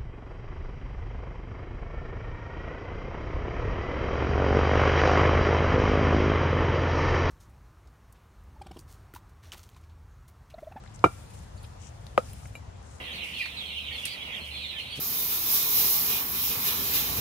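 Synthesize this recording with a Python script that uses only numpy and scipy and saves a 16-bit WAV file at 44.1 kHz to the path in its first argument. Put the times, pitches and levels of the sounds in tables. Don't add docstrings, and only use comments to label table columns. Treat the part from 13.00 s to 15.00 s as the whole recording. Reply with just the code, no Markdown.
import sys
import numpy as np
from scipy import signal
from scipy.fft import rfft, irfft
from scipy.io import wavfile
from scipy.ndimage import uniform_filter1d

SR = 44100
rng = np.random.default_rng(int(sys.argv[2]) if len(sys.argv) > 2 else 0)


def magnitude_from_level(level_db):
    exponent = np.asarray(level_db, float) / 20
    return 10 ** exponent


def store_pcm(level_fs):
    pcm = np.round(np.clip(level_fs, -1, 1) * 32767).astype(np.int16)
    wavfile.write(sys.argv[1], SR, np.atleast_2d(pcm).T)


N = 88200

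# start t/s, length t/s, top f/Hz, end f/Hz, level/dB
CHEEP_EVENTS = [(.212, 0.055, 3096, 2100, -41.5), (.33, 0.059, 3045, 2550, -43),
                (.368, 0.034, 3410, 2710, -44), (.392, 0.038, 2497, 2330, -31.5),
                (.4, 0.04, 2763, 2500, -42), (.405, 0.036, 2147, 1626, -43),
                (.562, 0.075, 4110, 2876, -42.5), (.63, 0.0696, 3364, 2905, -45.5),
                (.755, .05, 2900, 2600, -40), (.865, 0.046, 3300, 2420, -41), (.97, 0.045, 3443, 2950, -42),
                (1.028, 0.04, 2890, 2560, -39.5), (1.052, 0.042, 4300, 3530, -46),
                (1.11, .06, 2632, 1860, -52.5), (1.19, 0.1, 3080, 2640, -49.5),
                (1.315, 0.045, 3450, 3030, -43), (1.43, 0.066, 3310, 2760, -48.5),
                (1.53, 0.039, 2603, 2073, -46.5), (1.545, .06, 3590, 2970, -45),
                (1.615, .06, 3960, 3410, -41.5), (1.685, 0.056, 4070, 3600, -46),
                (1.7, 0.045, 2380, 1800, -55.5), (1.775, .045, 3220, 2456, -40.5),
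                (1.915, 0.049, 3470, 2910, -41.5), (1.03, .035, 3120, 2800, -49),
                (.655, .05, 4240, 3850, -52), (.81, .06, 2658, 2350, -47), (.765, .04, 3200, 2800, -40),
                (1.36, .05, 3000, 2450, -50), (.69, .04, 2400, 2200, -54)]
# start t/s, length t/s, top f/Hz, level/dB, left over right level/dB
TWITTER_EVENTS = [(.125, 0.046, 4340, -40.5, -5), (.15, 0.079, 3750, -54, -4), (.16, 0.092, 4060, -52, -9),
                  (.335, 0.044, 4300, -47.5, -6), (.43, 0.055, 4400, -48.5, -4),
                  (.695, 0.101, 2816, -46, -1.5), (.905, 0.024, 1883, -52, -15),
                  (.925, 0.049, 4300, -45, -1), (1.068, 0.1, 4760, -54.5, -12.5),
                  (1.09, 0.073, 4200, -49.5, -3.5), (1.505, 0.097, 4200, -46.5, -7),
                  (1.595, 0.088, 4240, -49.5, -4), (1.785, 0.06, 4260, -51.5, -12.5),
                  (1.805, 0.057, 3290, -53, 7), (1.875, 0.12, 4500, -50, -1.5), (.385, .06, 4900, -50, -2),
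                  (0.71, .035, 4200, -58, -1), (.91, .06, 4500, -55.5, -4), (1.225, .06, 4300, -57, -9),
                  (1.4, .05, 4240, -49, -4), (1.1, .05, 4200, -60, -4), (1.2, .04, 3400, -45, -7),
                  (1.39, 0.064, 4160, -57.5, -3), (1.9, .06, 8900, -59.5, 4), (1.73, .05, 1780, -57, -3),
                  (1.3, 0.063, 2060, -54, -9), (0.66, .03, 8300, -62, 0), (.11, 0.048, 6350, -61.5, -6),
                  (1.31, .03, 6400, -64, -1)]
# t/s, level/dB, pitch factor
BROOD_MOOD = [(0, -39.5, 0.97), (0.151, -39, 0.97), (.3, -39, 0.9), (0.452, -37, 1.04), (.54, -43.5, 0.96),
              (.62, -40, 1.104), (0.72, -39, 1.022), (0.85, -37.5, 0.99), (.97, -37.5, 1.027),
              (1.122, -39.5, 0.97), (1.251, -43, .92), (1.35, -38, 0.92), (1.43, -42.5, 0.95),
              (1.52, -40.5, .92), (1.62, -39.5, 1.114), (1.799, -35.5, 1.048), (2, -43, 1.04)]
# start t/s, rise t/s, fall t/s, level/dB
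SCUFF_EVENTS = [(.14, 0.017, 0.028, -51), (.235, 0.005, 0.19, -48.5), (.36, 0.035, 0.056, -51),
                (.455, 0.012, 0.027, -71.5), (.9, 0.11, 0.11, -48.5), (1.051, 0.0037, 0.004, -32.5),
                (1.059, 0.0035, 0.025, -40.5), (1.102, 0.032, 0.04, -56), (1.34, 0.022, 0.04, -55),
                (1.438, 0.021, 0.064, -53.5), (1.78, 0.014, 0.069, -51.5), (1.949, 0.02, 0.028, -43)]
# f/Hz, level/dB
GRIT_COLOUR = [(800, -28), (2000, -2.5), (5000, -4), (7300, -11.5), (8800, -7), (11500, -10),
               (16000, -17.5)]
# t/s, peak level/dB, ring f/Hz, width f/Hz
SNAP_EVENTS = [(.234, -40, 8700, 5000), (.4599, -27.5, 1800, 1600), (.4599, -33, 3800, 2500),
               (.4599, -36, 8800, 4000), (1.03, -36, 8700, 5000), (1.0531, -29, 10500, 2500),
               (1.0539, -31, 13000, 3000), (1.0549, -25, 10600, 2000), (1.0563, -17.5, 8700, 1800),
               (1.0563, -29, 4800, 2500), (1.0569, -28, 13500, 4000), (1.0574, -24, 11300, 2500),
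               (1.0612, -29, 7000, 6000), (1.0735, -32, 5500, 5000), (1.9584, -37, 8800, 4000),
               (.4655, -46, 1050, 400)]
# t/s, level/dB, f/Hz
BUMP_EVENTS = [
    (1.978, -34, 170),
    (1.986, -32.5, 262),
    (1.993, -26, 303),
]
# f/Hz, t60 t/s
SHED_DECAY = [(300, 1), (2000, 0.28), (5000, 0.11), (12000, 0.17)]
# f/Hz, level/dB
AIR_COLOUR = [(15, -57), (25, -19), (75, -3), (108, -9), (201, -8.5), (386, -17), (521, -12.5), (1170, -17),
              (1700, -20), (2210, -9.5), (3740, -120)]
# t/s, level/dB
AIR_SWELL_DB = [(0, 5), (.3, 1.5), (.8, -1), (1.2, 1.5), (2, -0.5)]
# f/Hz, correlation
AIR_LIKENESS = [(60, 0.95), (240, 0.91), (950, 0.13), (3770, -1.47), (15000, 0.02)]
# f/Hz, width f/Hz, level/dB
DRONE_BANDS = [(90, 11, -64), (123.7, 7.5, -62.5), (199.6, 20.8, -65), (488, 22, -69.5)]
# t/s, level/dB
FIRING_SWELL_DB = [(0, -3), (.15, -0.5), (.3, -3.5), (.5, -6), (.65, 1), (.9, 3.5), (1.06, -5), (1.25, -5),
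                   (1.45, 2.5), (1.6, 3), (1.78, -3), (2, -2)]
# f/Hz, level/dB
HISS_COLOUR = [(1200, -8), (1800, -12.5), (4500, 5), (6000, -3), (7400, -8), (8600, -1.5), (12000, -7.5),
               (15500, -7.5)]
# f/Hz, left over right level/dB
HISS_BALANCE = [(1000, 6), (5000, 0), (9000, 3), (13000, 4)]

RISE_S, FALL_S, BEND, ARCH, WARBLE = .01, .015, 1.4, .07, .008
HOARSE, HOARSE_S, TWITTER_HOARSE, OVERTONE_DB = .7, .003, .5, -27
BROOD_PER_S, BROOD_SPREAD_DB, BROOD_LOW_HZ, BROOD_TOP_HZ, BROOD_DROP = 300, 7, 2150, 4450, .28
SIDE_DB, NEAR_WET_DB, FAR_WET_DB, EARLY_DB = -5, -1, 4, -1
GRAINS_PER_S, GRAIN_DB, SNAP_WET_DB, SNAP_EARLY_DB = 12000, -0.5, -7, -18
AIR_DB, HISS_DB, HISS_PATCH_DB = -49.5, -56, 1.6
FIRING_HZ, FIRING_WANDER_HZ, FIRING_DB = 72.6, 1.19, -52.5
EDGE_HZ, BASS_CUT_HZ = 15880, 34


def near():
    places, chance, flutter = np.zeros((6, 2, N)), rng.random((2, 30, 3)), unsteady()
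    for k, (s, length_s, top_hz, end_hz, db) in enumerate(CHEEP_EVENTS):
        cheep = peep(fall(length_s, top_hz, end_hz), db, SIDE_DB, chance[0, k], flutter)
        add(places[k % 6], s, cheep)
    for k, (s, length_s, top_hz, db, left_db) in enumerate(TWITTER_EVENTS):
        arch = 1 - ARCH * np.linspace(-.9, 1, round(length_s * SR)) ** 2
        twitter = peep(top_hz * arch, db, left_db, chance[1, k], flutter * TWITTER_HOARSE)
        add(places[k % 6], s, twitter)
    return shed(places, NEAR_WET_DB)


def peep(hz, db, left_db, chance, flutter):
    t = np.arange(len(hz)) / SR
    warble_hz = 50 + 70 * chance[0]
    hz = hz * (1 + WARBLE * np.sin(2 * np.pi * (warble_hz * t + chance[1])))
    phase = 2 * np.pi * (np.cumsum(hz) / SR + chance[2])
    ramp = np.clip(np.minimum(t / RISE_S, (t[-1] - t) / FALL_S), 0, 1)
    envelope = np.sin(np.pi / 2 * ramp) ** 2
    wobble = 1 + HOARSE * flutter[round(chance[2] * N):][:len(t)]
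    whistle = np.exp(1j * phase) + magnitude_from_level(OVERTONE_DB) * np.exp(2j * phase)
    tone = envelope * (wobble * whistle).real
    return tone * magnitude_from_level(db + 2.5 + np.array([[left_db / 2], [-left_db / 2]]))


def fall(length_s, top_hz, end_hz):
    return top_hz + (end_hz - top_hz) * np.linspace(0, 1, round(length_s * SR)) ** BEND


def unsteady():
    size = round(HOARSE_S * SR)
    noise = rng.standard_normal((2, 2 * N))
    a, b = uniform_filter1d(uniform_filter1d(noise, size), size)
    return (evened(a) + 1j * evened(b)) / np.sqrt(2)


def brood():
    lead, flutter = SR // 10, unsteady()
    total = N + lead
    places = np.zeros((6, 2, total))
    mood_s, mood_db, mood_pitch = np.transpose(BROOD_MOOD)
    for k, c in enumerate(rng.random((round(BROOD_PER_S * total / SR), 9))):
        s = c[0] * total / SR
        top_hz = BROOD_LOW_HZ + (BROOD_TOP_HZ - BROOD_LOW_HZ) * (.7 * c[1] + .3 * c[2])
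        top_hz *= np.interp(s - .05, mood_s, mood_pitch)
        hz = fall(.04 + .05 * c[3], top_hz, top_hz * (.97 - BROOD_DROP * c[4]))
        add(places[k % 6], s, peep(hz, BROOD_SPREAD_DB * c[5], SIDE_DB, c[6:], flutter))
    crowd = evened(shed(places[..., lead:], FAR_WET_DB))
    return timed_gain(np.transpose([mood_s, mood_db])) * crowd


def feet():
    t, push = np.arange(N) / SR, np.zeros(N)
    for s, rise_s, fall_s, db in SCUFF_EVENTS:
        rise = np.clip((t - s) / rise_s, 0, 1)
        push += magnitude_from_level(db) * rise * np.exp(-np.maximum(t - s - rise_s, 0) / fall_s)
    size = magnitude_from_level(GRAIN_DB * rng.exponential(1, (2, N)))
    size *= rng.random((2, N)) < GRAINS_PER_S / SR
    scuffs = push * evened(colour(size * rng.standard_normal((2, N)), GRIT_COLOUR))
    snaps, click = np.zeros((2, N)), -1. * (np.arange(600) == 0)
    for s, db, hz, width_hz in SNAP_EVENTS:
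        ring = resonate(resonate(click, hz, width_hz), hz, width_hz)
        add(snaps, s, ring / abs(ring).max() * magnitude_from_level(db + np.array([[-1.5], [1.5]])))
    return scuffs + shed([snaps], SNAP_WET_DB, SNAP_EARLY_DB, lags=[1, 0])


def bumps():
    out = np.zeros(N)
    for s, db, hz in BUMP_EVENTS:
        cycles = np.arange(-300, 600) / SR * hz
        push = np.exp(-(cycles / 0.19) ** 2)
        swing = 0.26 * np.exp(-((cycles - .65) / 0.57) ** 2)
        add(out, s - 300 / SR, magnitude_from_level(db) * (push - swing))
    return out


def air():
    a, b, c, d = rng.standard_normal((4, N))
    gusts = evened(smooth(rng.standard_normal(N), 3000))
    wash = magnitude_from_level(AIR_DB) * evened(colour(pair(a, b), AIR_COLOUR))
    out = wash * magnitude_from_level(1.42 * gusts) * timed_gain(AIR_SWELL_DB)
    for hz, width_hz, db in DRONE_BANDS:
        out += magnitude_from_level(db) * evened(resonate(resonate(pair(c, d), hz, width_hz), hz, width_hz))
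    firing_hz = FIRING_HZ + FIRING_WANDER_HZ * evened(smooth(d, 4000))
    firing = np.sin(2 * np.pi * np.cumsum(firing_hz) / SR)
    out += magnitude_from_level(FIRING_DB + 3.0) * firing * timed_gain(FIRING_SWELL_DB)
    _, _, z = signal.stft(rng.standard_normal((2, N)), nperseg=512)
    patches = uniform_filter1d(rng.standard_normal(z.shape[1:]), 14, 0)
    patches = evened(uniform_filter1d(patches, 16, 1))
    hiss = signal.istft(z * magnitude_from_level(HISS_PATCH_DB * patches), nperseg=512)[1][:, :N]
    hiss = evened(colour(hiss, HISS_COLOUR))
    return out + magnitude_from_level(HISS_DB) * np.array([colour(hiss[0], HISS_BALANCE), hiss[1]])


def pair(x, y):
    same = np.clip(read(AIR_LIKENESS, np.fft.rfftfreq(N, 1 / SR)), -1, 1)
    return np.array([x, irfft(same * rfft(x) + np.sqrt(1 - same ** 2) * rfft(y), N)])


def shed(places, wet_db, early_db=EARLY_DB, lags=None):
    out, t = np.zeros((2, N)), np.arange(SR // 2) / SR
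    for x in places:
        taps = rng.standard_normal((2, len(t))) * (rng.random((2, len(t))) < .05) * (t > .004)
        hz, at_s, z = signal.stft(taps, SR, nperseg=256)
        decay = magnitude_from_level(-60 * at_s / read(SHED_DECAY, hz)[:, None])
        tail = signal.istft(z * decay, SR, nperseg=256)[1]
        tail *= magnitude_from_level(wet_db) / np.linalg.norm(tail[0])
        spots = rng.integers(20, 900, (2, 6))
        echoes = magnitude_from_level(early_db - spots * 0.046) * rng.choice([-.5, .5], spots.shape)
        np.put_along_axis(tail, spots, echoes, 1)
        direct = rng.integers(0, 20, 2) if lags is None else lags
        tail[[0, 1], direct] = 1
        out += signal.fftconvolve(x, tail, axes=1)[:, :N]
    return out


def resonate(x, hz, width_hz):
    return signal.lfilter(*signal.iirpeak(hz, hz / width_hz, SR), x)


def colour(x, points):
    gain = magnitude_from_level(read(points, np.fft.rfftfreq(x.shape[-1], 1 / SR)))
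    return irfft(rfft(x) * gain, x.shape[-1])


def read(points, hz):
    f, value = np.transpose(points)
    return np.interp(np.log(hz + 1), np.log(f + 1), value)


def timed_gain(points):
    return magnitude_from_level(np.interp(np.arange(N) / SR, *np.transpose(points)))


def smooth(x, size):
    return uniform_filter1d(uniform_filter1d(x, size), size)


def evened(x):
    return x / np.sqrt(np.mean(x ** 2) + 1e-20)


def add(mix, s, sound):
    part = mix[..., max(round(s * SR), 0):][..., :sound.shape[-1]]
    part += sound[..., :part.shape[-1]]


def scene():
    return near() + brood() + feet() + bumps() + air()


def top_cut(x):
    return signal.sosfilt(signal.butter(12, 16810, fs=SR, output="sos"), x)


def record(dry):
    low_pass = signal.firwin(511, EDGE_HZ, window=("kaiser", 9), fs=SR)
    mix = signal.oaconvolve(dry, low_pass[None], "same")
    mix = signal.sosfilt(signal.butter(2, BASS_CUT_HZ, "high", fs=SR, output="sos"), mix)
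    return top_cut(mix)


dry = scene()
out = record(dry)
store_pcm(out)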